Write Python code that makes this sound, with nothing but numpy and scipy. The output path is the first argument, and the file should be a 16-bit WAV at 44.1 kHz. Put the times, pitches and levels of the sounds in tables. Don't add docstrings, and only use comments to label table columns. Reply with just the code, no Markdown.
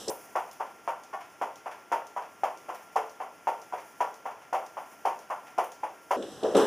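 import sys
import numpy as np
from scipy import signal
from scipy.fft import rfft, irfft, next_fast_len
from scipy.io import wavfile
from scipy.ndimage import map_coordinates

SR = 44100
rng = np.random.default_rng(int(sys.argv[2]) if len(sys.argv) > 2 else 0)


def dump(signal):
    limited = np.clip(np.atleast_2d(signal).T, -1, 1)
    pcm = np.round(limited * 32767).astype(np.int16)
    wavfile.write(sys.argv[1], SR, pcm)


def field_ratio(decibels):
    return 10 ** (np.asarray(decibels, dtype=float) / 20)


N = 294102

SPEED, FAST_FROM_S, FAST_TO_S = 1.803, .101, 6.164
RATE = SR * SPEED
BANDS_HZ = 45 * 2 ** np.arange(0, 9.3, .4)


def position(s):
    s = np.asarray(s, float)
    return SR * (s + (SPEED - 1) * np.clip(s - FAST_FROM_S, 0, FAST_TO_S - FAST_FROM_S))


LENGTH = next_fast_len(int(position(N / SR) + .45 * RATE))


def at_hz(points, hz, order=1):
    points = np.array(points)
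    return np.interp(np.log(hz + 1), np.log(points[:, 0]), points[:, order])


def noise(spectrum):
    shape = field_ratio(at_hz(spectrum, np.fft.rfftfreq(LENGTH, 1 / RATE)))
    shape = shape / np.sqrt(np.mean(shape ** 2))
    return irfft(rfft(rng.standard_normal(LENGTH)) * shape, LENGTH)


def band_pool(size):
    octaves = np.log2(np.fft.rfftfreq(size, 1 / RATE) + 1)
    apart = np.clip((octaves - np.log2(BANDS_HZ)[:, None]) / .4, -1, 1)
    white = rng.standard_normal((len(BANDS_HZ), size))
    return irfft(rfft(white) * np.cos(apart * np.pi / 2), size)


# (frequency [Hz], t60 [s])
ROOM_DECAY = [(200, 0.33), (530, 0.4), (1400, 0.34), (3700, 0.39), (9700, 0.27), (20000, 0.55)]


def reverberant(times_s, level_db, band_db, rise_ms, direct_db, direct_ms):
    size = int(.42 * RATE)
    pool, out = band_pool(2 ** 16), np.zeros(LENGTH + size)
    t = np.arange(size) / RATE
    decay = field_ratio(-60 * t / at_hz(ROOM_DECAY, BANDS_HZ)[:, None])
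    envelope = decay * (1 - np.exp(-1000 * t / rise_ms)) ** 2
    starts = (rng.random(len(times_s)) * (pool.shape[1] - size)).astype(int)
    for at, level, db, ms, start in zip(position(times_s).astype(int), level_db, band_db, direct_ms, starts):
        gains = field_ratio(level + db) / np.sqrt(np.sum(field_ratio(2 * db) * BANDS_HZ) / RATE)
        direct = 1 + field_ratio(direct_db) * np.exp(-1000 * t / ms)
        out[at:at + size] += direct * (gains @ (pool[:, start:start + size] * envelope))
    return out[:LENGTH]


# (time [s], room tone level [dB], swish level [dB])
STIR = [(0.0, -47, -45), (0.15, -52.5, -53), (0.72, -54, -62.5), (2.15, -54.5, -64.5), (2.75, -53.5, -59.5),
        (3.3, -54.5, -64.5), (3.881, -53.5, -59.5), (4.4, -55, -65), (4.87, -54, -59.5), (5.6, -54.5, -63),
        (5.92, -53.5, -62.5), (6.16, -55.5, -60), (6.3, -50, -53), (6.67, -38.5, -54)]
# (frequency [Hz], density [dB per Hz])
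AIR = [(24, -61), (40, -12), (338, -2), (466, -4), (541, -8.5), (659, -4), (910, -7.5), (1230, -12.5),
       (3470, -21), (4030, -28), (5430, -24), (15000, -42)]
# (frequency [Hz], density [dB per Hz])
SWISH = [(2500, -18), (5000, 1.5), (9000, 2.5), (15000, 2.5), (25000, 0)]
SWING_AFTER_S, SWING_WIDTH_S, SWING_DB = .16, 0.025, 1


def background():
    n = np.arange(LENGTH)
    s, tone_db, swish_db = np.transpose(STIR)
    tone_db = np.interp(n, position(s), tone_db)
    swish_db = np.interp(n, position(s), swish_db)
    brush = np.interp(n * 52.0 / RATE, np.arange(999), rng.standard_normal(999))
    knots = np.arange(0, LENGTH, 100)
    since_s = (knots - position(np.array(LANDINGS)[:, :1])) / RATE
    swing_db = SWING_DB * np.exp(-((since_s - SWING_AFTER_S) / SWING_WIDTH_S) ** 2).max(axis=0)
    swish_db = swish_db + np.interp(n, knots, swing_db) + 1.6 * brush
    return field_ratio(tone_db) * noise(AIR) + field_ratio(swish_db) * noise(SWISH)


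WHINE_HZ, WHINE_RMS_DB = 1378.0, -63


def whine():
    return np.sqrt(2) * field_ratio(WHINE_RMS_DB) * np.sin(2 * np.pi * WHINE_HZ * np.arange(LENGTH) / RATE)


# (time [s], relative level [dB])
PATS = [(0.6603, -44), (1.2062, -37.5), (1.7132, -36), (2.2194, -39.5), (2.7472, -39), (3.78, -37),
        (4.309, -42.5), (4.417, -44.5), (4.8294, -51), (4.914, -46), (5.36, -51), (5.468, -39), (5.89, -50),
        (6.548, -19), (6.568, -16.5), (6.592, -25), (6.623, -32)]
# (frequency [Hz], density [dB per Hz])
PAT_SPECTRUM = [(300, -22), (700, 6), (1500, -3.5), (2500, -6), (3500, -13.5), (6000, -17), (15000, -25)]


def pats():
    s, level_db = np.transpose(PATS)
    return reverberant(s - .0018, level_db - 7.5, [at_hz(PAT_SPECTRUM, BANDS_HZ)] * len(s),
                       rise_ms=1.7, direct_db=-10.0, direct_ms=np.full(len(s), 11.0))


# (time [s], relative level [dB])
PUSH_OFFS = [(0.513, -32.5), (1.0364, -35), (1.3008, -45), (1.558, -34), (2.069, -35), (2.5743, -37.5),
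             (3.0962, -36.5), (3.617, -35), (4.142, -36.5), (4.664, -36.5), (5.1908, -35.5), (5.719, -32),
             (6.2248, -28.5)]
PUSH_OFF_HZ, PUSH_OFF_BRIGHT_DB, PUSH_OFF_MS = 5840, -8, 1.5
# (time [s], relative level [dB], centre [Hz], length [ms])
RUBS = [(0.0809, -20.5, 9500, 4.4), (0.095, -23, 14520, 3.3), (.53, -42, 11000, 8), (2.745, -43, 5400, 62),
        (3.801, -47, 5500, 20), (5.639, -33, 12000, 1.5), (5.645, -32, 6800, 1.8),
        (6.5668, -23, 14600, 5.1)]
RUB_BRIGHT_DB = 3
SOLE_TICK_AFTER_S, SOLE_TICK_HZ, SOLE_TICK_BRIGHT_DB, SOLE_TICK_MS = .004, 5700, -5, 1.86
SOLE_TICK_DB, SOLE_TICK_DB_PER_DB, SOLE_TICK_TOP_DB, HARD_LANDING_DB = -33.5, 2.07, -18, -15.5


def tick_rows():
    rows = []
    for s, db, first_db, *_ in LANDINGS:
        excess_db = db + max(first_db, 0) - HARD_LANDING_DB
        level_db = min(SOLE_TICK_TOP_DB, SOLE_TICK_DB + SOLE_TICK_DB_PER_DB * excess_db)
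        rows.append((s + SOLE_TICK_AFTER_S, level_db, SOLE_TICK_HZ, SOLE_TICK_BRIGHT_DB, SOLE_TICK_MS))
    rows += [(s, db, PUSH_OFF_HZ, PUSH_OFF_BRIGHT_DB, PUSH_OFF_MS) for s, db in PUSH_OFFS]
    rows += [(s, db, hz, RUB_BRIGHT_DB, ms) for s, db, hz, ms in RUBS]
    return rows


# (frequency [Hz], density [dB per Hz])
TICK_SPECTRUM = [(1500, -31), (3500, -1), (6000, -13), (8000, -4.5), (11000, -5.5), (16000, -3.5),
                 (25000, -15)]


def ticks():
    s, level_db, centre_hz, bright_db, length_ms = np.transpose(tick_rows())
    bump_db = 10.4 * np.exp(-(np.log2(BANDS_HZ / centre_hz[:, None]) / 0.44) ** 2)
    tilt_db = np.array([at_hz([(7000, 0), (11000, db)], BANDS_HZ) for db in bright_db])
    return reverberant(s - .0006, level_db - 21.0, at_hz(TICK_SPECTRUM, BANDS_HZ) + bump_db + tilt_db,
                       rise_ms=0.24, direct_db=12.0, direct_ms=length_ms)


# (first foot time [s], relative level [dB], first foot against second [dB],
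# gap between feet [ms], thud [dB])
LANDINGS = [(0.078, -23.5, -1, 10.93, 11), (0.355, -19, 4, 12.1, -6.5), (0.5998, -21, -3.5, 4.1, -9),
            (0.877, -18.5, 0.5, 4.84, -9.5), (1.131, -23.5, 1, 4.3, -10), (1.4145, -21, 4, 9.8, -2.5),
            (1.6595, -25, 2, 7.5, -7), (1.9175, -14, -2, 8.6, -2.5), (2.1636, -23, 2, 9, -9.5),
            (2.435, -20, 5, 9, -4), (2.6847, -21, -5, 4.26, -5.5), (2.9573, -14, -2, 6.16, -1.5),
            (3.2022, -23.5, 0, 8.8, -4.5), (3.4716, -16.5, -1.5, 4.5, 1.5), (3.7245, -23, -1.5, 9.3, -1),
            (4.005, -18.5, 4, 6.14, -5.5), (4.2553, -24, 1.5, 9.1, -6.5), (4.527, -15, -1, 14.6, -2),
            (4.769, -27.5, 4, 11.2, -7), (5.0515, -17, 2.5, 16.8, -1.5), (5.3008, -19, -1, 4.9, -15),
            (5.5791, -13.5, -4, 6.7, -0.5), (5.8304, -21, -5, 4.17, -1), (6.1086, -13, 1, 3.88, 0),
            (6.4294, -13, -2.5, 10.9, -7.5), (6.5465, -9.5, -3, 3.02, 2), (6.566, -12.5, -6, 9, -3),
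            (6.591, -21.5, 4.5, 10.3, -1), (6.622, -25.5, -4, 12, 7)]


def feet():
    s, level_db, first_db, gap_ms = np.transpose(LANDINGS)[:4]
    return np.r_[s, s + gap_ms / 1000], np.r_[level_db + first_db, level_db]


# (frequency [Hz], relative level [dB], t60 [s], capped at 0.35 when played)
BOARDS = [(445, -12, 0.47), (506, -11, 0.9), (538, -20, 0.24), (640, -39, 0.19), (673, -13, 0.31),
          (731, 6.5, 0.19), (772, 0.5, 0.26), (789.4, 9.5, 0.093), (860, 4, 0.16), (923, 3, 0.29),
          (971, 3, 0.22), (1006, -3, 0.25), (1177, -17.5, 0.4), (1260, -41, 0.29), (538, 1.5, 0.019),
          (960, 2.5, 0.028)]


def boards():
    s, foot_db = feet()
    out, thud_db = np.zeros(LENGTH), np.tile(np.array(LANDINGS)[:, 4], 2)
    for hz, mode_db, t60_s in BOARDS:
        mode_db = mode_db + thud_db * at_hz([(350, 1), (950, 0)], hz)
        chance = rng.standard_normal((len(s), 2))
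        sign = np.sign(chance[:, 0] + .7)
        clicks = np.full(LENGTH, 1e-18)
        clicks[position(s - .0003).astype(int)] = sign * field_ratio(foot_db + mode_db - 24.0 + 5.65 * chance[:, 1])
        r, w = field_ratio(-60 / (min(t60_s, .35) * RATE)), 2 * np.pi * hz / RATE
        out += signal.lfilter([0, np.sin(w)], [1, -2 * r * np.cos(w), r * r], clicks)
    return signal.sosfilt(signal.butter(2, 330, "high", fs=RATE, output="sos"), out)


# (frequency [Hz], density [dB per Hz])
THUMP = [(35, -80), (60, -62), (170, -30.5), (503, -2), (835, -2), (1710, -23.5), (2780, -25.5),
         (3930, -42.5), (5950, -32), (8040, -48.5), (9670, -31), (15000, -49)]
# (frequency [Hz], rise time constant [ms])
RISE = [(300, 0.85), (900, 1.33), (2500, 2.2), (8000, 3.7)]
SLAP_DB, SLAP_DB_PER_THUD_DB = -0.5, 0.39


def landings():
    s, foot_db = feet()
    colour_db = []
    for *_, thud_db in LANDINGS:
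        slap_db = SLAP_DB + SLAP_DB_PER_THUD_DB * min(thud_db, 0)
        colour_db.append(at_hz([(350, thud_db), (950, 0), (1200, 0), (2200, slap_db)], BANDS_HZ))
    both_feet_db = np.array(2 * colour_db)
    return reverberant(s - .0005, foot_db - 11.5, at_hz(THUMP, BANDS_HZ) + both_feet_db,
                       at_hz(RISE, BANDS_HZ)[:, None], direct_db=-2.0, direct_ms=np.full(len(s), 12.0))


FAST_TOP_HZ, SLOW_TOP_HZ = 15550, 14200


def played(spectrum):
    hz, s = np.fft.rfftfreq(LENGTH, 1 / RATE), np.arange(N) / SR
    fast = irfft(spectrum * (hz < FAST_TOP_HZ), LENGTH)
    slow = irfft(spectrum * (hz < SLOW_TOP_HZ * SPEED), LENGTH)
    fast, slow = [map_coordinates(x, [position(s)], order=3) for x in (fast, slow)]
    return np.where((s > FAST_FROM_S) & (s < FAST_TO_S), fast, slow)


NOTCH_HZ, REFLECTION_GAIN, REFLECTION_CUT_HZ = 4066, 0.53, 29000
MIC_LOW_HZ, MIC_HIGH_HZ = 65, 19000


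def microphone(hz):
    echo = REFLECTION_GAIN * np.exp(-2j * np.pi * hz / NOTCH_HZ - (hz / REFLECTION_CUT_HZ) ** 2)
    low_cut = (1 + MIC_LOW_HZ / (1j * hz + 1e-9)) ** 2
    return (1 - echo) / low_cut / (1 + (hz / MIC_HIGH_HZ) ** 4)


# (frequency [Hz], side minus mid [dB],
# share of side power that follows the mid [0-1], its phase lead [rad])
PORTS = [(60, -1, .4, 2.5), (170, -6.5, .8, 1.8), (430, -15, 0.71, 1.4), (1020, -21.5, 1, 1),
         (1410, -31.5, .3, 0), (2100, -44, .1, 8), (6040, -35, .1, 0.5), (8000, -1.5, .4, 1.2),
         (8600, -9.5, 0.56, -2), (11200, -7, 0.54, -5.5), (14700, -7, 0.51, -11), (19000, -11, .4, -15.5),
         (23000, -16, .3, -21)]


def scene():
    hz = np.fft.rfftfreq(LENGTH, 1 / RATE)
    mic = microphone(hz)
    mid = mic * rfft(landings() + boards() + pats() + ticks() + background() + whine())
    unrelated = mic * rfft(landings() + pats() + ticks() + background())
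    side_db, share, lead_rad = [at_hz(PORTS, hz, order=column) for column in (1, 2, 3)]
    side = np.sqrt(share) * np.exp(1j * lead_rad) * mid + np.sqrt(1 - share) * unrelated
    mid, side = played(mid), played(field_ratio(side_db) * side)
    return np.array([mid + side, mid - side])


def top_cut(x):
    return signal.sosfilt(signal.butter(12, 16030, fs=SR, output="sos"), x)


def record(dry):
    return top_cut(dry)


dry = scene()
out = record(dry)
dump(out)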